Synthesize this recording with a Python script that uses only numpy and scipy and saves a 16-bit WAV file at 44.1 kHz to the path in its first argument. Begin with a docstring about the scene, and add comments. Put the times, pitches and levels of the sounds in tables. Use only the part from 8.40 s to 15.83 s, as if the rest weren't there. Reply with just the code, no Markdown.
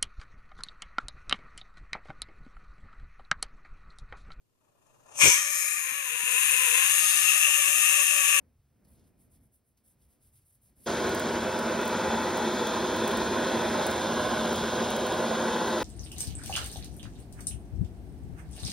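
"""A quiet kitchen: fingers rub salt over fish on a steel tray, then the scene changes to a gas torch
roaring over the fillets. Friction between the grains makes a swish, and their impacts patter on the tray.
The flame's noise excites the hollows of tray, counter and room, the jet hisses through the nozzle tube,
and salt pops in the heat. A phone above hears it with two ports, the treble reaching the left first."""
import sys
import numpy as np
from scipy import signal
from scipy.fft import rfft, irfft, next_fast_len
from scipy.io import wavfile
from scipy.ndimage import uniform_filter1d

SR = 44100
rng = np.random.default_rng(int(sys.argv[2]) if len(sys.argv) > 2 else 0)


def generate_wav(signal):
    """Clip the signal to [-1, 1] and save it as 16-bit WAV at the path in sys.argv[1]."""
    frames = np.transpose(np.atleast_2d(signal))
    scaled = np.clip(frames, -1, 1) * 32767
    pcm = np.round(scaled).astype(np.int16)
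    wavfile.write(sys.argv[1], SR, pcm)


N = 327663
T = np.arange(N) / SR
FFT_SIZE = next_fast_len(N + SR)
HZ = np.arange(FFT_SIZE // 2 + 1) * SR / FFT_SIZE + 1e-3
ANTIPHASE = np.array([[1], [-1]])  # left, right
IGNITION_S, IGNITION_RISE_S = 2.460, 0.0093


def undb(db):
    """Amplitude ratio of a level in decibels."""
    return 10 ** (np.asarray(db) / 20)


def level(x, db):
    """Normalisation to an rms level."""
    return x * undb(db) / np.sqrt(np.mean(x ** 2))


def curve(table, column=1):
    """Interpolation of a table's column over log frequency."""
    table = np.array(table)
    return np.interp(np.log(HZ), np.log(table[:, 0]), table[:, column])


def resonance(hz, width_hz):
    """Response of a damped oscillator, with gain 1 at its centre."""
    return 1j * HZ * width_hz / (hz ** 2 - HZ ** 2 + 1j * HZ * width_hz)


def steep_resonance(hz, width_hz):
    """Two resonances in cascade, at zero phase: the same half-power width, steeper flanks."""
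    return np.abs(resonance(hz, width_hz / np.sqrt(np.sqrt(2) - 1))) ** 2


def filtered(x, response):
    """Linear filtering: the spectrum is multiplied by a frequency response."""
    return irfft(rfft(x, FFT_SIZE) * response, FFT_SIZE)[..., :N]


def noise():
    """White Gaussian noise."""
    return rng.standard_normal(N)


def wander(rate_hz):
    """Random modulation: held values, smoothed twice, with a spread near 1."""
    hold = int(SR / rate_hz)
    steps = np.repeat(rng.standard_normal(N // hold + 1), hold)
    return 1.3 * uniform_filter1d(uniform_filter1d(steps, hold), hold)[:N]


def impulses(times_s, sizes):
    """Impulse train with the given times and sizes."""
    x = np.zeros(N)
    np.add.at(x, np.minimum((np.asarray(times_s) * SR).astype(int), N - 1), sizes)
    return x


def driven_modes(drive, modes, reach, drift_db, drift_hz):
    """Forced resonance: one source drives all modes; each gain follows the reach and drifts alone."""
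    spectrum, out = rfft(drive, FFT_SIZE), 0
    for hz, width_hz, near_db, far_db in modes:
        db = near_db + reach * (far_db - near_db) + drift_db * wander(drift_hz)
        out += irfft(spectrum * steep_resonance(hz, width_hz), FFT_SIZE)[:N] * undb(db)
    return out


def kitchen_rumble():
    """Ambient noise swells with the moving arm; partial decorrelation widens it above 150 Hz."""
    # Each row: time in seconds, level below 150 Hz in dB, level above 150 Hz in dB.
    swells = [(0.0, -66, -64), (0.22, -67, -84), (0.42, -70, -70), (0.5, -62, -67), (0.78, -69.5, -70),
              (1.03, -63, -71), (1.18, -75, -80), (1.45, -74.5, -78), (1.66, -66, -75), (1.77, -76, -73.5),
              (1.88, -67, -76), (2.12, -69, -85), (2.33, -67, -71), (2.35, -77, -83), (2.38, -65, -69),
              (2.45, -70, -67)]
    # Each row: frequency in Hz, relative spectral density in dB.
    spectrum = [(15, -42), (25, -9), (75, -0.5), (142, -8), (238, -5.5), (318, -14.5), (578, -19.5),
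                (1090, -31), (2500, -35.5), (3250, -65), (5500, -120)]
    times_s, low_db, upper_db = np.transpose(swells)
    colour = undb(curve(spectrum))
    low = level(filtered(noise(), colour * (HZ < 150)), 0)
    mid, side = (level(filtered(noise(), colour * (HZ >= 150)), 0) for _ in range(2))
    upper = mid + .5 * side * ANTIPHASE
    return low * undb(np.interp(T, times_s, low_db)) + upper * undb(np.interp(T, times_s, upper_db))


def port_hiss():
    """Self-noise of the ports: a faint, slightly wavering hiss."""
    # Each row: frequency in Hz, relative spectral density in dB.
    spectrum = [(300, 10.5), (1500, 1), (4000, -4), (9000, -2.5), (16000, 1)]
    return level(filtered(noise(), undb(curve(spectrum))), -78.5) * undb(wander(5.7))


def salt_rubbing():
    """Granular friction and impact: a high swish between the fingers, a duller patter on the tray."""
    # One list per rub. 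Each row: time in seconds, swish gain in dB, patter gain relative to it in dB.
    rubs = [
        [(0.44, -100, 6), (0.452, -75, -7), (0.464, -88, 2), (0.51, -71.5, -14), (0.594, -82.5, 4),
         (0.698, -82, -8), (0.72, -100, -9)],
        [(0.77, -97, -2), (0.778, -82, -10), (0.814, -71, -13), (0.854, -79, -19), (0.884, -95, -2)],
        [(0.895, -94, -2), (0.903, -84, -19), (0.915, -74, -18), (0.953, -73, -8), (0.999, -92, -6)],
        [(1.001, -89, -11), (1.027, -77, -14), (1.053, -78, -18), (1.087, -93, -13)],
        [(1.107, -97, -6), (1.111, -89, -16), (1.149, -72, -18), (1.167, -76, -27), (1.201, -93, -11)],
        [(1.237, -96, -7), (1.243, -86, -17), (1.285, -78, -26), (1.321, -86, -16), (1.334, -95, -9)],
        [(1.366, -100, 3), (1.376, -80, -1), (1.408, -84, -15), (1.424, -100, -4)],
        [(1.436, -93, -13), (1.452, -73, -19), (1.492, -69, -17), (1.506, -72.5, -17), (1.552, -93, -15)],
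        [(1.588, -90, -14), (1.6, -79, -9), (1.624, -73.5, -7), (1.676, -87, -17), (1.69, -89, -15)],
        [(1.686, -87, -16), (1.728, -73, -8), (1.762, -85, -11), (1.779, -97, 3)],
        [(1.799, -88, -13), (1.831, -72, -10), (1.921, -84, -20), (1.945, -71, -13), (1.993, -76, -7),
         (2.047, -83, -24), (2.073, -71, -17), (2.143, -73, -18), (2.191, -92, -14)],
        [(2.204, -94, -16), (2.232, -72, -20), (2.266, -69.5, -10), (2.314, -83, -14), (2.34, -95, -10)],
        [(2.352, -89, -14), (2.38, -72, -11), (2.45, -64, -12), (2.46, -72, 8), (2.47, -51, 9)],
    ]
    swish_gain, patter_gain = np.zeros(N), np.zeros(N)
    for rub in rubs:
        times_s, swish_db, patter_db = np.transpose(rub)
        swish_gain += np.interp(T, times_s, undb(swish_db), left=0, right=0)
        patter_gain += np.interp(T, times_s, undb(swish_db + patter_db), left=0, right=0)
    grit = undb(1.5 * wander(200) + 1.2 * wander(39.7))
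    swish = level(filtered(grit * noise(), resonance(10900, 6300) ** 2), 4.2)
    patter = level(filtered(grit * noise(), resonance(4300, 6400) ** 2), 0.5)
    fade = int(.006 * SR)
    return uniform_filter1d(swish_gain, fade) * swish + uniform_filter1d(patter_gain, fade) * patter


def grain_ticks(decay_s=.003):
    """Impacts of lone grains on steel: bright noise bursts with exponential decay."""
    # Each row: start in seconds, peak gain in dB.
    ticks = [(0.4499, -65), (0.5953, -63), (1.3743, -64)]
    starts_s, gain_db = np.transpose(ticks)
    decay = np.exp(-np.arange(600) / (decay_s * SR))
    envelope = signal.fftconvolve(impulses(starts_s, undb(gain_db)), decay)[:N]
    return envelope * filtered(noise(), resonance(7000, 12000))


def flame_roar(reach):
    """Cavity resonance: a fluttering flame drives the hollows, each swelling as the torch wags."""
    # Each row: frequency in Hz, bandwidth in Hz, gain at the near fillet in dB, at the far ones in dB.
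    hollows = [(60, 34, -21, -14), (91.4, 39, -6.5, -4.5), (161, 29, -13, -6), (189, 29, -8, -14),
               (228.3, 19.7, 6.5, 8), (267, 17, -19, -12), (353, 47, 5, 1), (404, 14, 0.5, -4.5),
               (484, 44, -7, -1.5), (513.6, 33, 1.5, 2.5), (619, 40, 1, 3), (732, 53, -11.5, -9),
               (866, 69, -2.5, -9.5), (971, 91, -7.5, 0.5), (1050, 73, -12.5, -1.5), (1230, 53, -13, -18.5),
               (1357, 100, -9, -16), (1485, 72, -5, -6.5), (1622, 80, -12.5, -10), (1833, 97, -11.5, -34),
               (1956, 51, -13.5, -25.5), (2270, 247, -17.5, -21.5), (2480, 175, -22, -35.5),
               (2630, 20, -11.5, -25), (3000, 450, -29, -14)]
    flame = noise() * undb(0.81 * wander(90))
    return level(driven_modes(flame, hollows, reach, drift_db=1.12, drift_hz=2.49), 0)


def jet_hiss(reach):
    """Jet turbulence radiates broadband noise and excites the resonances of the nozzle tube."""
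    # Each row: frequency in Hz, relative spectral density in dB.
    jet_spectrum = [(2500, -40), (2950, -9), (4500, -8), (5750, -11.5), (7300, -11.5), (9300, -14),
                    (10400, -17.5), (13000, -18.5), (16000, -20.5)]
    # Each row: frequency in Hz, bandwidth in Hz, gain at the near fillet in dB, at the far ones in dB.
    tube_modes = [(3300, 230, -1, 0), (3550, 200, -3, -2), (3880, 280, -5, -4), (4200, 240, -8, -5),
                  (4950, 180, -10, -5), (5280, 240, -8, -7), (6250, 450, -7, -6), (6780, 500, -6.5, -7),
                  (9780, 280, -14, -9.5)]
    turbulence = noise() * undb(wander(150))
    broadband = filtered(noise(), undb(curve(jet_spectrum))) * undb(0.3 * wander(6.6))
    tube = driven_modes(turbulence, tube_modes, reach, drift_db=0.48, drift_hz=4.14)
    return level(broadband + tube, 0)


def salt_pops(small_count=300, fizz_decay_s=0.0035):
    """Impulsive bursts of heated grains: each clicks and fizzes, and the big ones also thud."""
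    # Each row: start in seconds, gain in dB, relative gains of the top treble and of the thud in dB.
    big_pops = [(2.6903, -28, -4, 2), (2.7483, -21, -4, 2), (2.796, -21, -6, 2), (3.19, -25, -4, 2),
                (3.413, -30, -4, 2), (3.453, -26, -4, 2), (3.478, -21.5, -7, 2), (3.9734, -24, -6, 2),
                (4.271, -24, -4, 2), (4.564, -25, -4, 2), (4.677, -19, -6, 2), (4.7142, -27, -4, 2),
                (4.7711, -23, -7, 2), (5.466, -18, -6, 2), (5.469, -27, -4, 2), (5.5029, -29, -4, 2),
                (5.5114, -24, -4, 2), (5.5434, -42, -4, 2), (6.1294, -25, -4, 2), (6.159, -25, -4, 2),
                (6.5035, -22, -6, 2), (6.564, -23, -6, 2), (6.6662, -26, -4, 2), (6.7294, -50, -4, 2),
                (6.7894, -46, -4, 2), (7.2744, -39, -4, 2)]
    starts_s, gain_db, top_db, thud_db = np.transpose(big_pops)
    when, strength = rng.random((small_count, 2)).T
    small = impulses(IGNITION_S + when * (N / SR - IGNITION_S), undb(-54 + 16 * strength ** 4))
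    fizz = rng.standard_normal(600) * np.exp(-np.arange(600) / (fizz_decay_s * SR))
    crack = np.r_[undb(7), undb(-8) * fizz]  # a one-sample click, then the fizz
    out = filtered(impulses(starts_s, undb(gain_db + thud_db)), resonance(3500, 4000) ** 2)
    for db, hz, width_hz in (gain_db, 9500, 8000), (gain_db + top_db, 14500, 6000):
        cracks = signal.fftconvolve(impulses(starts_s, undb(db)) + small, crack)[:N]
        out += filtered(cracks, resonance(hz, width_hz) ** 2)
    return out


def room_echoes(direct, t60_s=0.21, patterns=12):
    """Diffuse reflection from tray, counter and walls; the pattern changes as the hand moves."""
    # Each row: frequency in Hz, gain in phase at both ports in dB, gain in antiphase in dB.
    diffuse_field = [(250, -22, -38), (500, -13, -16), (800, -11, -13), (1500, -8, -16), (2500, -6, -17),
                     (4000, -6, -18), (7000, -10, -17), (16000, -14, -14)]
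    mid_gain, side_gain = undb(curve(diffuse_field)), undb(curve(diffuse_field, column=2))
    decay = np.exp(-np.log(1000) * np.arange(SR // 2) / (t60_s * SR))
    decay /= np.sqrt(np.sum(decay ** 2))
    position = T / T[-1] * (patterns - 1)
    spectrum = 0
    for k in range(patterns):
        share = np.sqrt(np.clip(1 - abs(position - k), 0, 1))  # equal-power crossfade
        mid, side = rfft(rng.standard_normal((2, len(decay))) * decay, FFT_SIZE)
        spectrum += rfft(direct * share, FFT_SIZE) * (mid * mid_gain + side * side_gain * ANTIPHASE)
    return irfft(spectrum, FFT_SIZE)[:, :N]


def scene():
    """Superposition of direct sound and echoes; the torch replaces the salting and the background."""
    # Each row: time in seconds, roar level in dB, hiss relative to it in dB, reach (0 near, 1 far).
    torch_path = [(2.46, -30, -10, 0.031), (2.9, -28.5, -13, 0.19), (3.3, -29, -13, 0.083),
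                  (3.7, -28.5, -12, 0.11), (4.101, -29, -11.5, 0.055), (4.5, -28.5, -12, 0.25),
                  (4.9, -28, -12.5, 0.24), (5.2, -28, -12, 0), (5.5, -28, -11.5, 0.26),
                  (5.8, -29.5, -11, 0.8), (6.2, -28, -11.5, 0.54), (6.6, -29, -12.5, 0.64),
                  (7.0, -28.5, -12, 0.41), (7.43, -29, -10.5, 0.32)]
    times_s, *columns = np.transpose(torch_path)
    roar_db, hiss_db, reach = (np.interp(T, times_s, column) for column in columns)
    lit = np.clip((T - IGNITION_S) / IGNITION_RISE_S, 0, 1)
    torch = undb(roar_db) * (flame_roar(reach) + undb(hiss_db) * jet_hiss(reach)) + salt_pops()
    direct = lit * torch + (1 - lit) * (salt_rubbing() + grain_ticks())
    return direct + room_echoes(direct) + (1 - lit) * (kitchen_rumble() + port_hiss())


def record(dry):
    """Acoustic shadow and phase lead: the phone's body shades its ports unequally; the left leads."""
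    # Each row: frequency in Hz, left level minus right level in dB.
    shading = [(515, -2.5), (620, -3), (715, -9), (860, 6), (960, -1), (1050, -6.5), (1250, 4)]
    # Each row: frequency in Hz, phase lead of the left port in cycles.
    left_lead = [(3600, 0), (4300, .1), (5000, .02), (7250, .5), (10500, 1), (13450, 1.5), (16500, 2)]
    balance_db = curve([(430, 0)] + shading + [(1500, 0)])
    half = ANTIPHASE / 2
    ports = undb(half * balance_db) * np.exp(2j * np.pi * half * curve(left_lead))
    bass_cut = 1 / np.sqrt(1 + (40 / HZ) ** 4)
    treble_cut = signal.ellip(12, .2, 70, 15750, fs=SR, output="sos")
    return signal.sosfilt(treble_cut, filtered(dry, ports * bass_cut))


dry = scene()
out = record(dry)
generate_wav(out)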